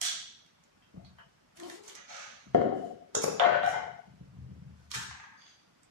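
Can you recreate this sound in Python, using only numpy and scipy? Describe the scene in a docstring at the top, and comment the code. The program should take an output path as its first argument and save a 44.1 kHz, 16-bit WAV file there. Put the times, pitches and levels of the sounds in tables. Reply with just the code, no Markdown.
"""A tiler works in a bare, echoing room. A plastic spatula snaps, then taps at a mortared tile on a
plastic bucket. Grit crunches and the rim groans as he slides the tile off; it thuds onto its edge and
rocks. The bucket lands with hollow knocks, then the tile claps flat on a cushion of air and settles.
Last, the blade scrapes, rattles and squeals through wet mortar. Soft bumps of shifting weight come
between, over a steady hush; the left microphone favours the mids, the right one the treble."""
import sys
import numpy as np
from scipy import signal
from scipy.fft import rfft, irfft, next_fast_len
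from scipy.io import wavfile
from scipy.ndimage import uniform_filter1d

SR = 44100
rng = np.random.default_rng(int(sys.argv[2]) if len(sys.argv) > 2 else 0)


def dump_mix(stems):
    """Bounce the given channels to the path in sys.argv[1] as a 16-bit WAV at rate SR."""
    frames = np.atleast_2d(stems).T  # one column per channel
    limited = np.clip(frames, -1, 1)  # hard clip at full scale
    pcm = np.round(limited * 32767).astype(np.int16)
    wavfile.write(sys.argv[1], SR, pcm)


N = 260190

# The tile's resonances. Each row: centre in Hz, width in Hz, lift in dB.
TILE_MODES = [(420, 30, 6.5), (708, 54, 14.5), (1064, 100, 2), (1487, 130, 12.5), (2092, 55, 8),
              (2910, 140, 5.5), (3200, 110, 4), (3885, 120, 4)]


def amp(db):
    """Decibels to gain."""
    return 10 ** (np.asarray(db) / 20)


def unit(x):
    """Scale a signal to an rms of 1."""
    return x / np.sqrt(np.mean(x ** 2) + 1e-20)


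def along(points, hz):
    """Read a curve of (Hz, value) points on a log frequency axis."""
    freqs, values = np.transpose(points)
    return np.interp(np.log(hz + 1), np.log(np.abs(freqs) + 1), values)


def filtered(x, response):
    """Equalise a signal with a gain given as a function of frequency."""
    count = x.shape[-1]
    padded = next_fast_len(count + SR // 16, real=True)
    return irfft(rfft(x, padded) * response(np.fft.rfftfreq(padded, 1 / SR)), padded)[..., :count]


def add(track, s, sound):
    """Mix a sound into the track from second s on."""
    start = max(round(s * SR), 0)
    part = sound[..., :N - start]
    track[..., start:start + part.shape[-1]] += part


def body(colour, modes=(), size=4096):
    """An object's ring: a minimum-phase impulse response, its broad colour lifted at the resonances."""
    hz = np.fft.rfftfreq(size, 1 / SR)
    peaks_db = sum(lift / (1 + (2 * (hz - centre) / width) ** 2) for centre, width, lift in modes)
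    cepstrum = irfft(np.log(np.maximum(amp(along(colour, hz) + peaks_db), 1e-4)))
    cepstrum[1:size // 2] *= 2
    cepstrum[size // 2 + 1:] = 0
    ring = irfft(np.exp(rfft(cepstrum)))[:size // 2]
    return ring / np.linalg.norm(ring)


def diffuse(count):
    """White noise arriving from all sides: nearly mono in the bass, wide above."""
    # Each row: frequency in Hz, left-right correlation.
    likeness = [(60, 0.93), (140, 0.94), (280, 1), (550, 0.52), (1100, 0.022), (3000, 0.012), (8000, 0.024)]
    def mid_side_gains(hz):
        angle = np.arccos(np.clip(along(likeness, hz), -1, 1)) / 2
        return np.array([np.cos(angle), np.sin(angle)])
    mid, side = filtered(rng.standard_normal((2, count)), mid_side_gains)
    return np.array([mid + side, mid - side])


def room(direct_db, pan_db, linger, size=SR * 3 // 4, build_s=0.01, first_share=0.55):
    """Direct sound, direct_db over an echo that builds and dies by band; positive pan_db leans left."""
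    # Each row: frequency in Hz, reverb time in seconds before linger scales it.
    decay_times = [(100, 0.95), (300, 1), (700, 0.86), (1800, 0.91), (4000, 1), (7000, 0.73), (13000, 0.34)]
    hz, t, bands = signal.stft(diffuse(size), SR, nperseg=256)
    t60 = linger * along(decay_times, hz)[:, None]
    echo = signal.istft(bands * amp(-60 * t / t60), SR, nperseg=256)[1]
    t = np.arange(echo.shape[1]) / SR
    echo *= 1 - (1 - first_share) * np.exp(-(t / build_s) ** 2)
    echo /= np.linalg.norm(echo, axis=1, keepdims=True)
    echo[:, 0] += amp(direct_db)
    return echo * amp([[pan_db / 2], [-pan_db / 2]])


def heard(force, ring, path):
    """A force passed through an object's ring and the room."""
    return signal.fftconvolve(signal.fftconvolve(force, ring)[None], path, axes=1)


def blows(rows, ring, direct_db, pan_db, chatter, linger, graze, lead_s=0.0017, size=SR * 3 // 4):
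    """Impacts that graze, hit and chatter; level is the energy spread over a tenth of a second."""
    out, t = np.zeros((2, N)), np.arange(-SR // 100, SR // 16) / SR
    for s, db, chatter_s in rows:
        noise = rng.standard_normal(len(t))
        before = noise * (t < 0) * np.exp(-np.abs(t) / lead_s)
        after = noise * (t > 0) * np.exp(-np.abs(t) / max(chatter_s, 1e-4))
        force = graze * before / np.linalg.norm(before) + (t == 0)
        force += chatter * after / np.linalg.norm(after)
        sound = heard(force, ring, room(direct_db, pan_db, linger, size))
        add(out, s + t[0], amp(db) * np.sqrt(SR / 10) * sound / np.linalg.norm(sound))
    return out


def strokes(rows, ring, grain_db, direct_db, pan_db, linger, fade_db=0, grain_samples=40):
    """Friction: uneven slips swell and die with each stroke, while the pressure eases by fade_db."""
    out = np.zeros((2, N))
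    for s, length, db in rows:
        count = max(round(length * SR), 64)
        noise, sizes = rng.standard_normal((2, SR))[:, :count]
        roughness = unit(uniform_filter1d(sizes, size=grain_samples))
        slips = unit(noise * amp(grain_db * roughness))
        progress = np.linspace(0, 1, count)
        swell = np.sqrt(np.abs(np.sin(np.pi * progress))) * amp(db - fade_db * progress)
        add(out, s, heard(swell * slips, ring, room(direct_db, pan_db, linger)))
    return out


def sing(rows, partials, pan_db, size=SR * 3 // 4):
    """The least damped partials outlast each contact; their phase wanders at each microphone."""
    out, t = np.zeros((2, N)), np.arange(size) / SR
    swell = 1 - np.exp(-t / 0.024)
    for s, db, *_ in rows:
        for hz, offset_db, t60, width in partials:
            wander = np.cumsum(rng.standard_normal((2, size)), axis=1) * np.sqrt(2 * np.pi * width / SR)
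            tone = np.sqrt(2) * np.sin(2 * np.pi * hz * t + wander)
            add(out, s, amp(db + offset_db - 60 * t / t60) * swell * tone)
    return out * amp([[pan_db / 2], [-pan_db / 2]])


def room_tone(level_db=-60.5):
    """The steady, dark hush of the room."""
    # Each row: frequency in Hz, level in dB.
    colour = [(15, -58), (25, -21), (192, -9), (308, -13.5), (380, -14.5), (456, -14.5), (520, -14.5),
              (1030, -17), (1440, -16.5), (1650, -18.5), (2850, -23), (3160, -23.5), (3800, -26.5),
              (5480, -26), (13000, -42.5)]
    return amp(level_db) * unit(filtered(diffuse(N), lambda hz: amp(along(colour, hz))))


def shifting_weight():
    """Dull bumps and shuffles boom in the room's low modes."""
    # A heel or knee takes the weight. Each row: start in seconds, level in dB, chatter in seconds.
    bumps = [(0.944, -52.5, 0.011), (0.972, -45.5, 0.0087), (1.024, -58, 0.018), (2.468, -51, 0.0072),
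             (4.21, -47, 0.0027), (4.385, -45.5, 0.0065), (4.58, -62.5, 0.0079), (5.085, -52.5, 0.005)]
    # Each row: start in seconds, length in seconds, level in dB.
    shuffles = [(3.49, 0.36, -55), (3.78, 0.28, -59), (4.045, 0.18, -51.5), (4.305, 0.64, -50),
                (4.95, 0.1, -47.5)]
    # Each row: frequency in Hz, level in dB.
    colour = [(30, -68), (60, -6), (100, -3.5), (135, 0.5), (190, -9), (260, -11), (340, -20), (600, -24),
              (1000, -61), (2000, -105.5)]
    boom = body(colour, [(76.3, 6.4, 7.3), (128.0, 25, 9.8), (189.6, 28, 12.7)])
    thuds = blows(bumps, boom, direct_db=2, pan_db=3, chatter=0.89, linger=0.83, graze=0.76,
                  lead_s=0.006)
    return thuds + strokes(shuffles, boom, grain_db=2, direct_db=6.5, pan_db=4, linger=0.41,
                           fade_db=15.5, grain_samples=900)


def mortar_grit():
    """Dry mortar crunches in each rub; hard little contacts of mortar and blade tick."""
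    # Each row: start in seconds, length in seconds, level in dB.
    rubs = [(1.548, 0.05, -60.5), (1.59, 0.21, -55.5), (1.82, 0.13, -54.5), (2.712, 0.24, -67)]
    # Each row: start in seconds, level in dB, chatter in seconds, pitch in Hz.
    ticks = [(0.016, -42, 0.0016, 8100), (0.463, -68.5, 0.003, 2630), (0.6383, -71.5, 0.0014, 6800),
             (1.572, -59, 0.0041, 1900), (1.6, -53.5, 0.0028, 1700), (1.634, -57, 0.003, 3200),
             (1.699, -49.5, 0.0031, 1650), (1.879, -53.5, 0.0097, 6700), (1.898, -57, 0.0027, 3450),
             (1.953, -55, 0.0037, 6640), (4.9161, -44.5, 0.0012, 4200), (4.948, -43, 0.0039, 2840),
             (5.8335, -69, 0.0012, 7590)]
    # Each row: frequency in Hz, level in dB.
    colour = [(60, -52.5), (300, -10.5), (700, -18), (1400, -14.5), (2400, -13), (6200, -13.5),
              (12000, -21), (14000, -33)]
    out = strokes(rubs, body(colour), grain_db=5, direct_db=-4, pan_db=4, linger=0.27)
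    for *contact, hz in ticks:
        out += blows([contact], body(colour, [(hz, 0.62 * hz, 13)]),
                     direct_db=3, pan_db=-2.5, chatter=3.6, linger=0.26, graze=0.7, size=SR // 4)
    return out


def light_taps(overtone_ratio=1.76):
    """Hand and spatula tap the held tile, each tap ringing briefly at its own pitch."""
    # Each row: start in seconds, level in dB, chatter in seconds, pitch in Hz, overtone lift in dB.
    taps = [(0.824, -66.5, 0.0043, 3120, -2.5), (0.962, -59.5, 0.015, 678, 8.5),
            (1.028, -66.5, 0.006, 704, -5), (1.049, -60.5, 0.005, 4355, 2.5), (1.183, -63, 0.008, 660, 1.5),
            (1.186, -53, 0.014, 1700, 19.5)]
    out = np.zeros((2, N))
    for *contact, hz, overtone_db in taps:
        colour = [(hz / 8, -28), (hz / 0.99, -7), (hz, 0), (hz * 1.1, -15), (hz * 4.5, -42)]
        ring = body(colour, [(hz, 0.22 * hz, 9), (overtone_ratio * hz, 300, overtone_db)])
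        out += blows([contact], ring, direct_db=-4, pan_db=-1, chatter=1, linger=0.35, graze=0.14,
                     size=SR // 2)
    return out


def rim_groan(jitter_share=0.1, db_per_octave=-9):
    """The bucket's rim sticks and slips under the dragged tile: a rough tone with weak overtones."""
    # It rises as the weight comes off and sags as the tile slips free.
    # Each row: time in seconds, pitch in Hz, level in dB.
    glide = [(1.58, 328.3, -66.5), (1.628, 350.4, -50), (1.645, 353.7, -52), (1.665, 359.6, -52.5),
             (1.715, 332.8, -59), (1.745, 370.7, -54.5), (1.77, 404.6, -69.5), (1.795, 430, -58),
             (1.85, 407, -71), (1.915, 393, -64.5), (1.965, 293.6, -73.5)]
    s, hz, db = np.transpose(glide)
    t = np.arange(s[0], s[-1], 1 / SR)
    jitter = unit(uniform_filter1d(rng.standard_normal(SR), size=128))[:len(t)]
    phase = 2 * np.pi * np.cumsum(np.interp(t, s, hz) * (1 + jitter_share * jitter)) / SR
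    tone = unit(sum(amp(db_per_octave * np.log2(k)) * np.sin(k * phase) for k in range(1, 5)))
    groan = amp(np.interp(t, s, db)) * tone
    out = np.zeros((2, N))
    add(out, s[0], heard(groan, [1.0], room(direct_db=6.5, pan_db=-0.5, linger=0.58)))
    return out


def bucket_landing():
    """The plastic bucket clicks down, its full base knocks, its rim skids and its handle slips down."""
    # Each row: start in seconds, level in dB, chatter in seconds; thumps add a pitch in Hz.
    clicks, thumps = [(3.1525, -30.5, 0.005), (3.239, -53, 0.0067)], [(3.149, -37.5, 0.003, 589), (3.168, -33.5, 0.0056, 436),
                                             (3.24, -31.5, 0.0063, 518), (3.28, -33.5, 0.011, 398)]
    # The rim skids, then the handle slips. Each row: start in seconds, length in seconds, level in dB.
    bucket_rubs = [(3.212, 0.034, -41), (3.625, 0.1, -58.5)]
    # Each row: centre in Hz, width in Hz, lift in dB.
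    plastic_modes = [(597, 110, 3.2), (2600, 350, 8), (5940, 1600, 12), (6990, 770, 17)]
    # Each row: frequency in Hz, level in dB.
    click_colour, thump_colour, rub_colour = [(500, -77), (1280, -1.5), (1700, -6.5), (2700, -11.5),
                                              (3600, -3.5), (4700, -10.5), (5700, -7), (7200, -13),
                                              (8500, -9.5), (11500, -17), (14000, -33.5)], [(47, -31), (80, -19), (172, -7.5), (290, -4.5),
                                                             (360, -8.5), (450, 3.5), (620, -10),
                                                             (950, -12), (1300, -16), (2000, -38),
                                                             (2600, -42), (4400, -120)], [(500, -35.5), (1280, -1),
                                                                            (2700, -10), (5700, -8.5),
                                                                            (7200, -18), (8500, -6),
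                                                                            (11500, -7.5), (14000, -22)]
    out = blows(clicks, body(click_colour, plastic_modes),
                direct_db=0, pan_db=1.5, chatter=0.12, linger=0.52, graze=1)
    for *contact, hz in thumps:
        out += blows([contact], body(thump_colour, [(hz, 150, 8)]),
                     direct_db=1, pan_db=0.1, chatter=0.64, linger=0.66, graze=0.13)
    return out + strokes(bucket_rubs, body(rub_colour, plastic_modes),
                         grain_db=6, direct_db=-0.5, pan_db=2.9, linger=0.83, fade_db=-11.5)


def spatula():
    """The thin blade snaps, scrapes, knocks along the tile, pushes wet mortar and squeals."""
    # Each row: start in seconds, level in dB, chatter in seconds.
    snaps, rattles = [(0.0148, -31.5, 0.0015), (0.036, -34.5, 0.0094), (0.0516, -32.5, 0.0046)], [(4.953, -58, 0.0014), (5.005, -52, 0.0079), (5.034, -62, 0.0034),
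                                     (5.111, -47.5, 0.0064), (5.2, -51, 0.0051), (5.239, -53, 0.0054),
                                     (5.324, -56.5, 0.012)]
    # Each row: start in seconds, length in seconds, level in dB.
    scrapes, smears, squeals = [(4.74, 0.13, -70.5), (4.903, 0.029, -48), (4.935, 0.027, -34),
                                (4.965, 0.09, -49)], [(4.94, 0.46, -55)], [(5.372, 0.15, -59.5)]
    # Each row: frequency in Hz, level in dB.
    snap_colour, scrape_colour = [(150, -27.5), (550, -27.5), (700, -14), (1000, -17.5), (1400, -10),
                                  (3400, -3.5), (5000, -5.5), (7500, -6), (9300, -11), (11000, -25),
                                  (14000, -15.5)], [(180, -65.5), (300, -17.5), (441, 1.5), (553, -37.5),
                                                (895, -4), (1160, -1.5), (1500, 7), (2170, -2.5),
                                                (2720, -2.5), (6790, -1.5), (14000, -18)]
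    smear_colour, squeal_colour = [(350, -77.5), (600, -16), (638, -17), (679, -12.5), (886, 0.5),
                                   (1090, 1.5), (1370, -4.5), (1660, 6.5), (1830, 2.5), (2640, -6),
                                   (5000, -30.5), (6500, -17.5), (11000, -120)], [(100, -44), (600, 2), (1500, 15.5), (4800, 10.5),
                                                  (6500, 1), (9000, -8), (14000, -23.5)]
    # Each row: centre in Hz, width in Hz, lift in dB.
    blade_modes, squeal_modes = [(740, 84, 5.7), (1250, 120, 5.5), (1618, 70, 6.8), (3410, 130, 9),
                                 (4350, 300, 3), (5970, 650, 7.5)], [(2050, 200, 3.6), (3390, 240, 7), (4790, 190, 14),
                                                      (6300, 570, 19)]
    # Each row: pitch in Hz, level against the contact in dB, ring time in seconds, width in Hz.
    blade_partials, squeal_partials = [(3350, -12.5, 0.78, 70), (3510, -17, 0.75, 61.3), (5870, -21, 1, 56)], [(4740, -1, 0.9, 22)]
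    snap = blows(snaps, body(snap_colour, blade_modes),
                 direct_db=-10, pan_db=0.5, chatter=0.97, linger=0.75, graze=0.45, lead_s=0.0023)
    scrape = strokes(scrapes, body(scrape_colour),
                     grain_db=-1.5, direct_db=-2.5, pan_db=2.5, linger=0.81)
    wet_blade = body(smear_colour, blade_modes)
    rattle = blows(rattles, wet_blade,
                   direct_db=-2.5, pan_db=-3.5, chatter=1, linger=0.55, graze=0.2, size=SR // 2)
    smear = strokes(smears, wet_blade, grain_db=2, direct_db=-8.5, pan_db=0.5, linger=0.75, fade_db=9.5)
    squeal = strokes(squeals, body(squeal_colour, squeal_modes),
                     grain_db=7.5, direct_db=-1, pan_db=1, linger=0.79)
    whistle = sing([(s, db) for s, _, db in squeals], squeal_partials, pan_db=-4)
    return snap + sing(snaps, blade_partials, pan_db=3) + scrape + rattle + smear + squeal + whistle


def tile_slide():
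    """The tile rasps off the bucket, each stroke easing as it goes."""
    # Each row: start in seconds, length in seconds, level in dB.
    slides = [(1.945, 0.091, -44), (2.08, 0.26, -40)]
    # Each row: frequency in Hz, level in dB.
    colour = [(240, -64), (400, -18.5), (535, -2), (829, -2), (1030, -11), (1260, 0.5), (5500, -13),
              (6100, -5), (7470, -19.5), (8280, -25.5), (13000, -41)]
    return strokes(slides, body(colour),
                   grain_db=-1.5, direct_db=-2.5, pan_db=-4.5, linger=1, fade_db=19.5)


def tile_rocking(chatter_s=0.003):
    """Gentle contacts only bend the tile and leave it singing."""
    # Each row: start in seconds, level in dB.
    rocks = [(2.721, -37), (2.837, -47), (2.905, -53), (3.02, -58), (3.444, -39.5), (3.661, -37.5),
             (3.674, -32.5), (3.78, -43), (3.878, -46.5), (3.918, -60), (3.99, -51.5)]
    # Each row: frequency in Hz, level in dB.
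    flex_colour = [(40, -51.5), (150, -35.5), (450, -11.5), (620, -10.5), (720, -7), (1000, -20.5),
                   (2500, -36), (5000, -69.5)]
    # Each row: pitch in Hz, level against the contact in dB, ring time in seconds, width in Hz.
    partials = [(707, -11, 0.9, 0.6), (2980, -27, 0.98, 26)]
    knocks = blows([(s, db, chatter_s) for s, db in rocks], body(flex_colour, [(714, 150, 25)]),
                   direct_db=15.5, pan_db=-2, chatter=0.065, linger=0.78, graze=0.035, size=SR // 2)
    return knocks + sing(rocks, partials, pan_db=-4.5)


def tile_on_edge(held_share=0.28):
    """The tile thuds onto its edge, damped by the hand; a harder contact lifts the mids."""
    # Each row: start in seconds, level in dB, chatter in seconds, mid lift in dB.
    knocks = [(2.5475, -19.5, 0.0069, 1), (2.616, -28, 0.0098, -3.5)]
    # Each row: frequency in Hz, level in dB.
    colour = [(29, -54), (50, -26), (107, -14), (204, -2.5), (300, 1), (438, -2), (520, 0.5), (640, -1),
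              (755, -1), (830, -22), (1130, -17), (1400, -21.5), (1580, -25), (1730, -13), (1950, -28.5),
              (2080, -24), (2390, -37.5), (3130, -30.5), (3470, -39), (4000, -41), (7000, -52), (9100, -65)]
    held_modes = [(hz, width, held_share * lift) for hz, width, lift in TILE_MODES]
    return sum(blows([contact], body(colour, held_modes + [(1700, 2000, mid_db)]),
                     direct_db=-1, pan_db=0, chatter=0.76, linger=0.87, graze=0.12)
               for *contact, mid_db in knocks)


def tile_drop(cushion_width_hz=104, cushion_db=15):
    """The tile claps flat and settles; the air under it resonates higher as the gap closes."""
    # Each row: start in seconds, face slap in dB, corner crack in dB, chatter in seconds,
    # air cushion pitch in Hz.
    bounces = [(3.398, -21, -34.5, 0.0013, 560), (3.438, -25, -43.5, 0.011, 585),
               (3.519, -27, -87, 0.017, 590), (3.632, -27.5, -54, 0.0035, 760),
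               (3.66, -48, -55.5, 0.0062, 800), (3.732, -34, -69, 0.00053, 870),
               (3.779, -56, -67, 0.0054, 875)]
    # Each row: frequency in Hz, level in dB.
    slap_colour, crack_colour = [(50, -41), (110, -18), (280, -23), (400, -15.5), (500, -9), (650, -14.5),
                                 (760, -11.5), (950, -13.5), (1300, -10.5), (1600, -13.5), (2100, -13),
                                 (2400, -19.5), (3200, -23.5), (4000, -32), (5300, -39.5), (7000, -46),
                                 (12000, -91)], [(800, -40), (2200, -6.5), (3200, 13.5), (3600, 8),
                                               (4000, -12), (5000, -11.5), (12000, -49)]
    slaps = np.zeros((2, N))
    for s, db, _, chatter_s, cushion_hz in bounces:
        ring = body(slap_colour, TILE_MODES + [(cushion_hz, cushion_width_hz, cushion_db)])
        slaps += blows([(s, db, chatter_s)], ring,
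                       direct_db=-12.5, pan_db=-1, chatter=1.58, linger=0.75, graze=0.03)
    corners = [(s, db, chatter_s) for s, _, db, chatter_s, _ in bounces]
    return slaps + blows(corners, body(crack_colour, TILE_MODES),
                         direct_db=8.5, pan_db=-6, chatter=1, linger=0.2, graze=0.084)


def suppress(x, depth_db=9.5, threshold_db=4, knee_db=5, size=1024, overlap=4):
    """Bands that sink near the hush are turned down, so echoes end early and resonances sing on."""
    frames = dict(nperseg=size, noverlap=size - size // overlap)
    bands = signal.stft(x, **frames)[2]
    power = uniform_filter1d(np.mean(np.abs(bands) ** 2, axis=0), size=3, axis=0)
    level_db = 10 * np.log10(np.abs(uniform_filter1d(power, size=overlap, axis=1)) + 1e-20)
    hush_db = uniform_filter1d(np.percentile(level_db, 15, axis=1), size=5)[:, None]
    closed = (1 - np.tanh((level_db - hush_db - threshold_db) / (2 * knee_db))) / 2
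    return signal.istft(bands * amp(-depth_db * closed), **frames)[1][:, :N]


def scene(left_lag_s=0.00092):
    """The work over the hush, coloured differently by each microphone and reaching the left later."""
    # Each row: frequency in Hz, left minus right in dB.
    balance = [(60, -0.5), (110, 0), (200, -1), (370, 5.5), (680, 11.5), (1250, 8.5), (2290, 0),
               (4210, -2.5), (7730, -9.5), (14200, -3)]
    hush = room_tone()
    tile = tile_slide() + tile_on_edge() + tile_drop() + tile_rocking()
    bucket = bucket_landing() + rim_groan()
    work = tile + bucket + spatula() + light_taps() + shifting_weight() + mortar_grit()
    mix = filtered(work, lambda hz: amp(np.outer([1, -1], along(balance, hz)) / 2)) + hush
    return filtered(mix, lambda hz: np.exp(-1j * np.pi * np.outer([1, -1], hz) * left_lag_s))


def record(dry, top_hz=14350):
    """Steady noise is suppressed and the highest treble is cut off."""
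    return filtered(suppress(dry), lambda hz: hz < top_hz)


dry = scene()
out = record(dry)
dump_mix(out)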